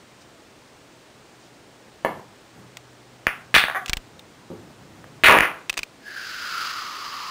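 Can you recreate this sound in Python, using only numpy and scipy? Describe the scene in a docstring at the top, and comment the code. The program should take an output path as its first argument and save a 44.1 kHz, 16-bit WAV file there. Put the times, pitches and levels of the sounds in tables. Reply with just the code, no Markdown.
"""Pool table, close up

In a small, humming room a cue whispers over the hand and strikes the white ball. Balls roll, thud into
cushions, clack, chatter and knock in a pocket, each blow a brief force that sets a body ringing.
A hard break overloads the microphone, and the camera's case clicks and creaks as it is handled.
At last a spinning ball hisses on the cloth, its rub sinking in pitch as it slows."""
import sys
import numpy as np
from scipy import signal
from scipy.fft import rfft, irfft
from scipy.io import wavfile
from scipy.ndimage import uniform_filter1d, minimum_filter1d

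SR = 44100
rng = np.random.default_rng(int(sys.argv[2]) if len(sys.argv) > 2 else 0)


def generate_wav(signal):
    """Clip the signal to [-1, 1] and save it as 16-bit WAV at the path in sys.argv[1]."""
    frames = np.transpose(np.atleast_2d(signal))
    scaled = np.clip(frames, -1, 1) * 32767
    pcm = np.round(scaled).astype(np.int16)
    wavfile.write(sys.argv[1], SR, pcm)


N = 321930
TIME = np.arange(N) / SR

# The colour of the room tone. Each row: frequency in Hz, level in dB.
AIR_COLOUR = [(20, -30), (40, -8.5), (75, -6.5), (110, -3), (170, -1.5), (300, 1), (600, -2.5), (1000, -6),
              (2000, -10), (4000, -14), (8000, -19.5), (9700, -23.5), (10500, -35.5), (15500, -32)]
# Mains hum. Each row: start in seconds, end in seconds, level in dB.
HUM_SPELLS = [(0, 2.6, -64.5), (2.5, 3.55, -57.5)]
# The cue slides over the bridge hand. Each row: start in seconds, end in seconds, level in dB.
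PRACTICE_STROKES = [(.205, .22, -52.5), (1.39, 1.46, -60)]
# Cue tip on the white ball, and a ball in the pocket.
# Each row: start in seconds, level in dB, contact time in ms, room send in dB.
CUE_HITS = [(2.0485, -4.5, 0.727, 0.5)]
POCKET_HITS = [(3.5509, 3, 0.16, -3.5), (3.5827, -6.5, 0.26, 2.5), (3.7571, -29, 0.99, 9)]
# How cue, table, ball and pocket (hollow and rim) ring. Each row: pitch in Hz, width in Hz, gain in dB.
CUE_MODES = [(147, 17, 13), (211, 45, 13), (350, 160, 7.5), (520, 230, 7), (760, 88, 0), (960, 170, 0),
             (1760, 46, 9.5), (2220, 174, 16), (3140, 1900, 0), (5000, 6200, -7)]
TABLE_MODES = [(53.8, 22, -2.5), (168, 265, -0.5), (371, 110, -4), (498, 144, -1.5), (596, 10, -0.5),
               (790, 400, -3.5), (1190, 540, 7)]
BALL_MODES = [(252, 160, -11), (800, 200, -4.5), (1260, 630, -7.5), (1907, 870, 3), (2660, 3500, -17),
              (3600, 430, -20), (6000, 5400, -10)]
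POCKET_MODES = [(740, 41, 9), (1620, 150, 13), (2960, 300, -4), (3480, 300, 11)]
# Early reflections off the table and the walls. Each row: delay in seconds, linear gain.
TABLE_REFLECTIONS = [(.0011, 0.19), (.0017, 0.27)]
WALL_REFLECTIONS = [(0.0126, 0.3), (0.0206, 0.16), (.0232, 0.2), (0.026, 0.053)]
# The length of the room's tail. Each row: frequency in Hz, time to fall 60 dB in seconds.
TAIL_DECAY = [(100, 0.67), (300, 0.33), (1000, 0.45), (2000, 0.34), (4000, 0.33), (12000, 0.13)]
# The colour of that tail. Each row: frequency in Hz, level in dB.
TAIL_COLOUR = [(40, -12), (150, -2), (500, -1), (1100, 2), (2000, -1.5), (3200, 2.5), (6000, -2),
               (15000, 6)]
# Balls roll over the slate. Each row: start in seconds, end in seconds, level in dB.
ROLL_SPELLS = [(2.08, 2.2, -47), (2.53, 2.6, -44.5), (3.3, 4.45, -55), (4.5, 5.2, -49.5)]
# The colour of their rumble. Each row: frequency in Hz, level in dB.
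RUMBLE_COLOUR = [(50, -19), (100, 3), (160, 0.5), (300, -4.5), (600, -14), (1500, -19), (4000, -40)]
# Ball on cushion or slate, and ball on ball; the nearer the hit, the less room.
# Each row: start in seconds, level in dB, room send in dB.
CUSHION_HITS = [(2.0900, -30.5, 8), (4.5025, -24, 2), (4.5140, -24, 3), (5.2400, -12.5, 3.5),
                (5.2845, 1, 7.5), (5.3110, -8, 5), (5.3360, -8, 9.5), (5.3687, -10.5, 0.5)]
BALL_HITS = [(3.2686, 4, -6.5), (3.5426, 8, 5), (3.564, 9.5, -21), (3.6386, -2.5, -6.5),
             (5.042, -29.5, -12), (5.2367, 9, 8.5), (5.2868, 9, -4), (5.3117, 5, -11), (5.3686, -5, -15),
             (5.3874, 13, -10), (5.4069, 10, -13), (5.4334, -4.5, 0.5)]
# Handling clicks in the camera's case.
# Each row: start in seconds, level in dB, ring pitch in Hz, ring trim in dB, low bump trim in dB.
HANDLING_CLICKS = [(2.7703, -24, 2570, -18, -30), (3.86, -19, 2590, -5, -30), (3.8959, -12, 3430, -4, -3.5),
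                   (3.9326, -8, 2310, 4, -9), (3.9698, -15.5, 2680, -6, -2), (4.1937, -33.5, 3660, 7, -30),
                   (5.696, -11.5, 2630, 0.5, -28), (5.6995, -14, 2610, 10, -22),
                   (5.7282, -25, 3420, -9, -28), (5.7759, -12, 2470, 2.5, -31),
                   (5.7905, -13.5, 2460, 1, -16), (5.8320, -17, 2400, 5, -28)]
# How the case rings. Each row: multiple of the ring pitch, width in Hz, gain in dB.
CASE_MODES = [(1, 125, 9.5), (1.35, 300, -17), (1.7, 370.4, -8)]
# The colour of its snap. Each row: frequency in Hz, level in dB.
SNAP_COLOUR = [(200, -14), (900, -1.5), (1600, 0.5), (3000, 4), (5000, -3), (8000, -6.5), (11000, -27.5),
               (15500, -14.5)]
# A quick, fading clatter of balls, at the pocket and in the break. Each row: start in seconds, length in
# seconds, opening level in dB, fade in dB per second, contact time at that level in ms, room send in dB.
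BALL_FLURRIES = [(3.542, 0.062, 0, 135, 0.25, -4.5), (5.246, .22, 2, 94, .37, 1)]
# Two balls bounce against each other. Each row: start in seconds, first gap in seconds,
# final gap in seconds, opening level in dB, time to fall 10 dB in seconds.
CHATTER_RUNS = [(3.6838, .0152, 0.012, -9.5, 0.032), (3.748, .0052, .0025, -13.5, 0.041)]
# The case creaks between clicks. Each row: start in seconds, length in seconds, level in dB.
CASE_CREAKS = [(3.876, .026, -26), (5.739, .008, -26), (5.767, .018, -19), (5.798, .034, -41)]
# The colour of the spinning ball's hiss, with the recorder's faint treble fizz above 10 kHz.
# Each row: frequency in Hz, level in dB.
SPIN_HISS_COLOUR = [(1060, -18), (1800, -1), (2510, -4.5), (2720, -1.5), (3200, -3), (3570, -6), (4940, 1),
                    (5700, -10), (6180, -8.5), (8550, -27), (10700, -27), (11600, -27), (13400, -32),
                    (15500, -21)]
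# The sample clock wobbles. Each row: rate in Hz, depth in samples.
CLOCK_JITTER = [(8000, 0.22), (12000, 0.44)]

CLACK_SOFTENING = 0.13  # contact time lengthens as this power of the falling force


def from_db(db):
    """Decibels to gain."""
    return 10 ** (np.asarray(db) / 20)


def rms_one(x):
    """Scale to rms 1."""
    return x / np.sqrt(np.mean(np.abs(x) ** 2) + 1e-20)


def at_hz(points, hz):
    """Read a table on a log-frequency axis."""
    f, value = np.transpose(points)
    return np.interp(np.log(np.maximum(hz, 1)), np.log(f), value)


def filtered(x, hz, kind="low", order=2):
    """A Butterworth filter."""
    return signal.sosfilt(signal.butter(order, hz, kind, fs=SR, output="sos"), x)


def noise(colour, size=N):
    """Noise of a given colour, rms 1."""
    gain = from_db(at_hz(colour, np.fft.rfftfreq(size, 1 / SR)))
    return rms_one(irfft(rfft(rng.standard_normal(size)) * gain, size))


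def slow_noise(hz):
    """A random drift, rolled off above hz, rms 1."""
    return rms_one(filtered(rng.standard_normal(N), hz))


def add(out, s, sound):
    """Mix a sound in at s seconds."""
    i = int(round(s * SR))
    out[i:i + len(sound)] += sound[:len(out) - i]


def spells(rows, attack_s, release_s):
    """The envelope of sounds that fade in, hold and die away."""
    envelope = 0
    for start, end, db in rows:
        attack = np.clip((TIME - start) / attack_s, 0, 1)
        release = np.exp(-np.maximum(TIME - end, 0) / release_s)
        envelope += from_db(db) * attack * release
    return envelope


def scattered(length_s, per_s, spread_db, count=64):
    """Unevenly spaced moments, each with a random level offset in dB."""
    moments = (np.arange(count) + rng.uniform(0, .8, count)) / per_s
    offsets_db = spread_db * rng.standard_normal(count)
    return [(s, db) for s, db in zip(moments, offsets_db) if s < length_s]


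def resonate(x, modes):
    """Ring a bank of parallel resonators."""
    out = 0
    for hz, width, db in modes:
        r = np.exp(-np.pi * width / SR)
        poles = [1, -2 * r * np.cos(2 * np.pi * hz / SR), r * r]
        out += from_db(db) * (1 - r * r) / 2 * signal.lfilter([1, 0, -1], poles, x)
    return out


def blow(contact_ms, modes, smoothing=2.04, size=4400):
    """An elastic contact: force swells and falls, and its rate of change rings the body; peak 1."""
    contact_s = contact_ms / 1000
    phase = np.minimum(np.arange(size) / (SR * contact_s), 1)
    force = np.abs(np.sin(np.pi * phase)) ** 1.5
    force = filtered(force, min(smoothing / contact_s, SR / 3))  # losses round its corners
    sound = resonate(np.diff(force, prepend=0), modes)
    return sound / np.abs(sound).max()


def blows(rows, modes):
    """Blows on one body, as two buses: the direct sound and the room send."""
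    direct, send = np.zeros(N), np.zeros(N)
    for s, db, contact_ms, send_db in rows:
        sound = from_db(db) * blow(contact_ms, modes)
        add(direct, s, sound)
        add(send, s, from_db(send_db) * sound)
    return np.array([direct, send])


def elastic(rows, full_ms, softening):
    """Add contact times: full_ms for a blow reaching the room at 0 dB, longer and duller if weaker."""
    return [(s, db, full_ms * from_db(-softening * (db + send_db)), send_db) for s, db, send_db in rows]


def room_tone(air_db=-50.5, hum_hz=124):
    """A bed of steady air, with mains hum under the first half."""
    hum = rms_one(np.sin(2 * np.pi * hum_hz * TIME))
    return from_db(air_db) * noise(AIR_COLOUR) + spells(HUM_SPELLS, attack_s=0.19, release_s=.15) * hum


def cue_slides(centre_hz=5500, width_hz=3500):
    """The shaft whispers over the hand during the practice strokes."""
    rustle = rms_one(resonate(noise(AIR_COLOUR), [(centre_hz, width_hz, 0)]))
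    return spells(PRACTICE_STROKES, attack_s=0.011, release_s=0.011) * rustle


def cue_strike():
    """The tip meets the white ball and the cue rings."""
    return blows(CUE_HITS, CUE_MODES)


def echoes(x, paths):
    """Delayed copies off hard surfaces."""
    out = np.zeros(N)
    for delay_s, gain in paths:
        add(out, delay_s, gain * x)
    return out


def room(send, build_s=0.00033, tail_db=-1.0, size=32768):
    """A few wall echoes and a diffuse tail that dies sooner in the treble."""
    t, hz = np.arange(size) / SR, np.fft.rfftfreq(size, 1 / SR)
    white, tail = rfft(rng.standard_normal(size)), 0
    build = 1 - np.exp(-t / build_s)
    edges_hz = np.geomspace(30, 18000, 20)
    for low, high in zip(edges_hz, edges_hz[1:]):
        centre = np.sqrt(low * high)
        decay = from_db(-60 * t / at_hz(TAIL_DECAY, centre))
        band = irfft(white * (hz >= low) * (hz < high)) * decay * build
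        share = np.sqrt(2 * (high - low) / SR / size)  # energy in proportion to the band's width
        tail += share * from_db(at_hz(TAIL_COLOUR, centre)) * rms_one(band)
    return from_db(tail_db) * signal.fftconvolve(send, tail)[:N] + echoes(send, WALL_REFLECTIONS)


def rolling(lumps_db=1.5, lumps_hz=14):
    """Rolling balls make the slate rumble unevenly."""
    lumps = from_db(lumps_db * slow_noise(lumps_hz))
    return spells(ROLL_SPELLS, attack_s=0.066, release_s=0.066) * lumps * noise(RUMBLE_COLOUR)


def thuds():
    """A ball meets cushion or slate, and the table answers with a dull knock."""
    return blows(elastic(CUSHION_HITS, full_ms=1.17, softening=0.33), TABLE_MODES)


def case_clicks(rows, snap_s=0.0033, ring_db=-3.5, bump_hz=26, bump_s=0.012, damped_s=0.022, size=4096):
    """Dry snaps that ring briefly in the plastic and shove the microphone."""
    out, t = np.zeros(N), np.arange(size) / SR
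    bump = np.cos(2 * np.pi * bump_hz * t) * np.exp(-t / bump_s) / 2
    damping = np.exp(-(t / damped_s) ** 2)  # the hand stops the ringing
    for s, db, ring_hz, ring_trim_db, bump_trim_db in rows:
        snap = noise(SNAP_COLOUR, size) * np.exp(-t / snap_s) / 2
        modes = [(ratio * ring_hz, width, gain_db) for ratio, width, gain_db in CASE_MODES]
        ring = resonate(signal.unit_impulse(size), modes)
        ring = from_db(ring_db + ring_trim_db) * ring / np.abs(ring).max()
        add(out, s, from_db(db) * (damping * (snap + ring) + from_db(bump_trim_db) * bump))
    return out


def clacks(shove_db=-19, shove_ms=2.23, shove_send_db=-12.5):
    """Ball strikes ball with a bright crack, and a softer shove into the table adds body."""
    cracks = elastic(BALL_HITS, full_ms=.42, softening=CLACK_SOFTENING)
    shoves = [(s, db + shove_db, shove_ms, shove_send_db) for s, db, _ in BALL_HITS]
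    return blows(cracks, BALL_MODES) + blows(shoves, TABLE_MODES)


def flurries():
    """A quick clatter of balls: random knocks that grow weaker and duller."""
    hits = []
    for start, length_s, level_db, fade_db_per_s, contact_ms, send_db in BALL_FLURRIES:
        for since, offset_db in scattered(length_s, per_s=150, spread_db=2):
            change_db = offset_db - fade_db_per_s * since
            softened_ms = contact_ms * from_db(-CLACK_SOFTENING * change_db)
            hits.append((start + since, level_db + change_db, softened_ms, send_db))
    return blows(hits, BALL_MODES)


def pocket_knocks():
    """A ball knocks about in the pocket, ringing its hollow and its rim."""
    return blows(POCKET_HITS, POCKET_MODES)


def chatter(shrink=0.458, contact_ms=0.66, send_db=-6, count=20):
    """Two balls pressed together bounce ever faster until they buzz and come to rest."""
    hits = []
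    for start, first_gap, final_gap, level_db, fade_s in CHATTER_RUNS:
        gaps = final_gap + (first_gap - final_gap) * shrink ** np.arange(count)
        gaps *= 1 + np.linspace(0, .2, count) * rng.uniform(-1, 1, count)  # weak bounces grow uneven
        since = np.cumsum(gaps) - gaps
        levels_db = level_db - 10 * (since / fade_s) ** 2
        hits += [(start + s, db, contact_ms, send_db) for s, db in zip(since, levels_db)]
    return blows(hits, BALL_MODES)


def creak_ticks(ring_hz=2660, ring_trim_db=-0.5, bump_trim_db=-25):
    """Rows of faint case clicks that come at random while the grip shifts."""
    return [(start + since, db + offset_db, ring_hz, ring_trim_db, bump_trim_db)
            for start, length_s, db in CASE_CREAKS
            for since, offset_db in scattered(length_s, per_s=110, spread_db=3)]


def spin_rub(age, start_hz=1736, rest_hz=947, slowing_s=0.92, core_hz=66, skirt_hz=199, widen_s=0.21):
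    """The ball rubs over the weave: a narrow rush that sinks and broadens as the spin runs down."""
    pitch_hz = rest_hz + (start_hz - rest_hz) * np.exp(-age / slowing_s)
    skirt_share = 0.61 * (1 - np.exp(-age / widen_s))
    core, skirt = [slow_noise(hz) + 1j * slow_noise(hz) for hz in (core_hz, skirt_hz)]
    weave = np.sqrt(1 - skirt_share) * core + np.sqrt(skirt_share) * skirt
    rub = np.real(weave * np.exp(2j * np.pi * np.cumsum(pitch_hz) / SR))
    return rms_one(filtered(rub, 810, "high", order=4))  # a small ball radiates little bass


def spinning_ball(start_s=6.0, bite_s=6.088, rise_db_per_s=328, hiss_attack_s=0.28,
                  nearest_s=6.624, pass_width_s=0.17):
    """The rub grows until the ball bites, and a hiss fades in; both swell as the ball comes nearest."""
    age = np.maximum(TIME - start_s, 0)
    rub = from_db(-35.5 - rise_db_per_s * np.maximum(bite_s - TIME, 0)) * spin_rub(age)
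    hiss = from_db(-38) * np.minimum(age / hiss_attack_s, 1) * noise(SPIN_HISS_COLOUR)
    swell_db = 4.5 * np.exp(-((TIME - nearest_s) / pass_width_s) ** 2)
    flutter_db = 0.82 * slow_noise(hz=40)
    return from_db(swell_db + flutter_db) * (rub + hiss)


def scene():
    """The mono mix: hits with their echoes, the cloth, the camera and the quiet bed."""
    direct, send = chatter() + cue_strike() + thuds() + clacks() + flurries() + pocket_knocks()
    hits = direct + echoes(direct, TABLE_REFLECTIONS) + room(send)
    cloth = spinning_ball() + rolling()
    bed = room_tone() + cue_slides()
    camera = case_clicks(HANDLING_CLICKS + creak_ticks())
    return (hits + cloth + camera + bed)[None]


def limiter(x, ceiling_db, release_db_per_s, size=15):
    """The gain ducks just ahead of a peak and soon comes back."""
    over_db = np.maximum(20 * np.log10(np.abs(x) + 1e-9) - ceiling_db, 0)
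    ramp = release_db_per_s * TIME
    duck_db = np.maximum.accumulate(over_db + ramp, axis=-1) - ramp
    return x * from_db(uniform_filter1d(minimum_filter1d(-duck_db, size), size))


def overload(x, sag_db, sag_hz):
    """Loud bursts push the microphone's bias down, which thumps, and the peaks clip."""
    sag = filtered(x * x, [20, sag_hz], "band")
    return np.clip(x - from_db(sag_db) * sag, -.95, .78)


def record(dry):
    """Peaks are limited and clipped, clock wobble mirrors the mids into the treble, the top is cut."""
    limited = limiter(dry, ceiling_db=1.65, release_db_per_s=512)
    clipped = overload(limited, sag_db=-9.5, sag_hz=84)
    wobble = sum(depth * np.cos(2 * np.pi * hz * TIME) for hz, depth in CLOCK_JITTER)
    jittered = clipped + wobble * np.gradient(clipped, axis=-1)
    high_cut = signal.ellip(10, .2, 70, 15600, fs=SR, output="sos")
    return signal.sosfilt(high_cut, jittered)


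dry = scene()
out = record(dry)
generate_wav(out)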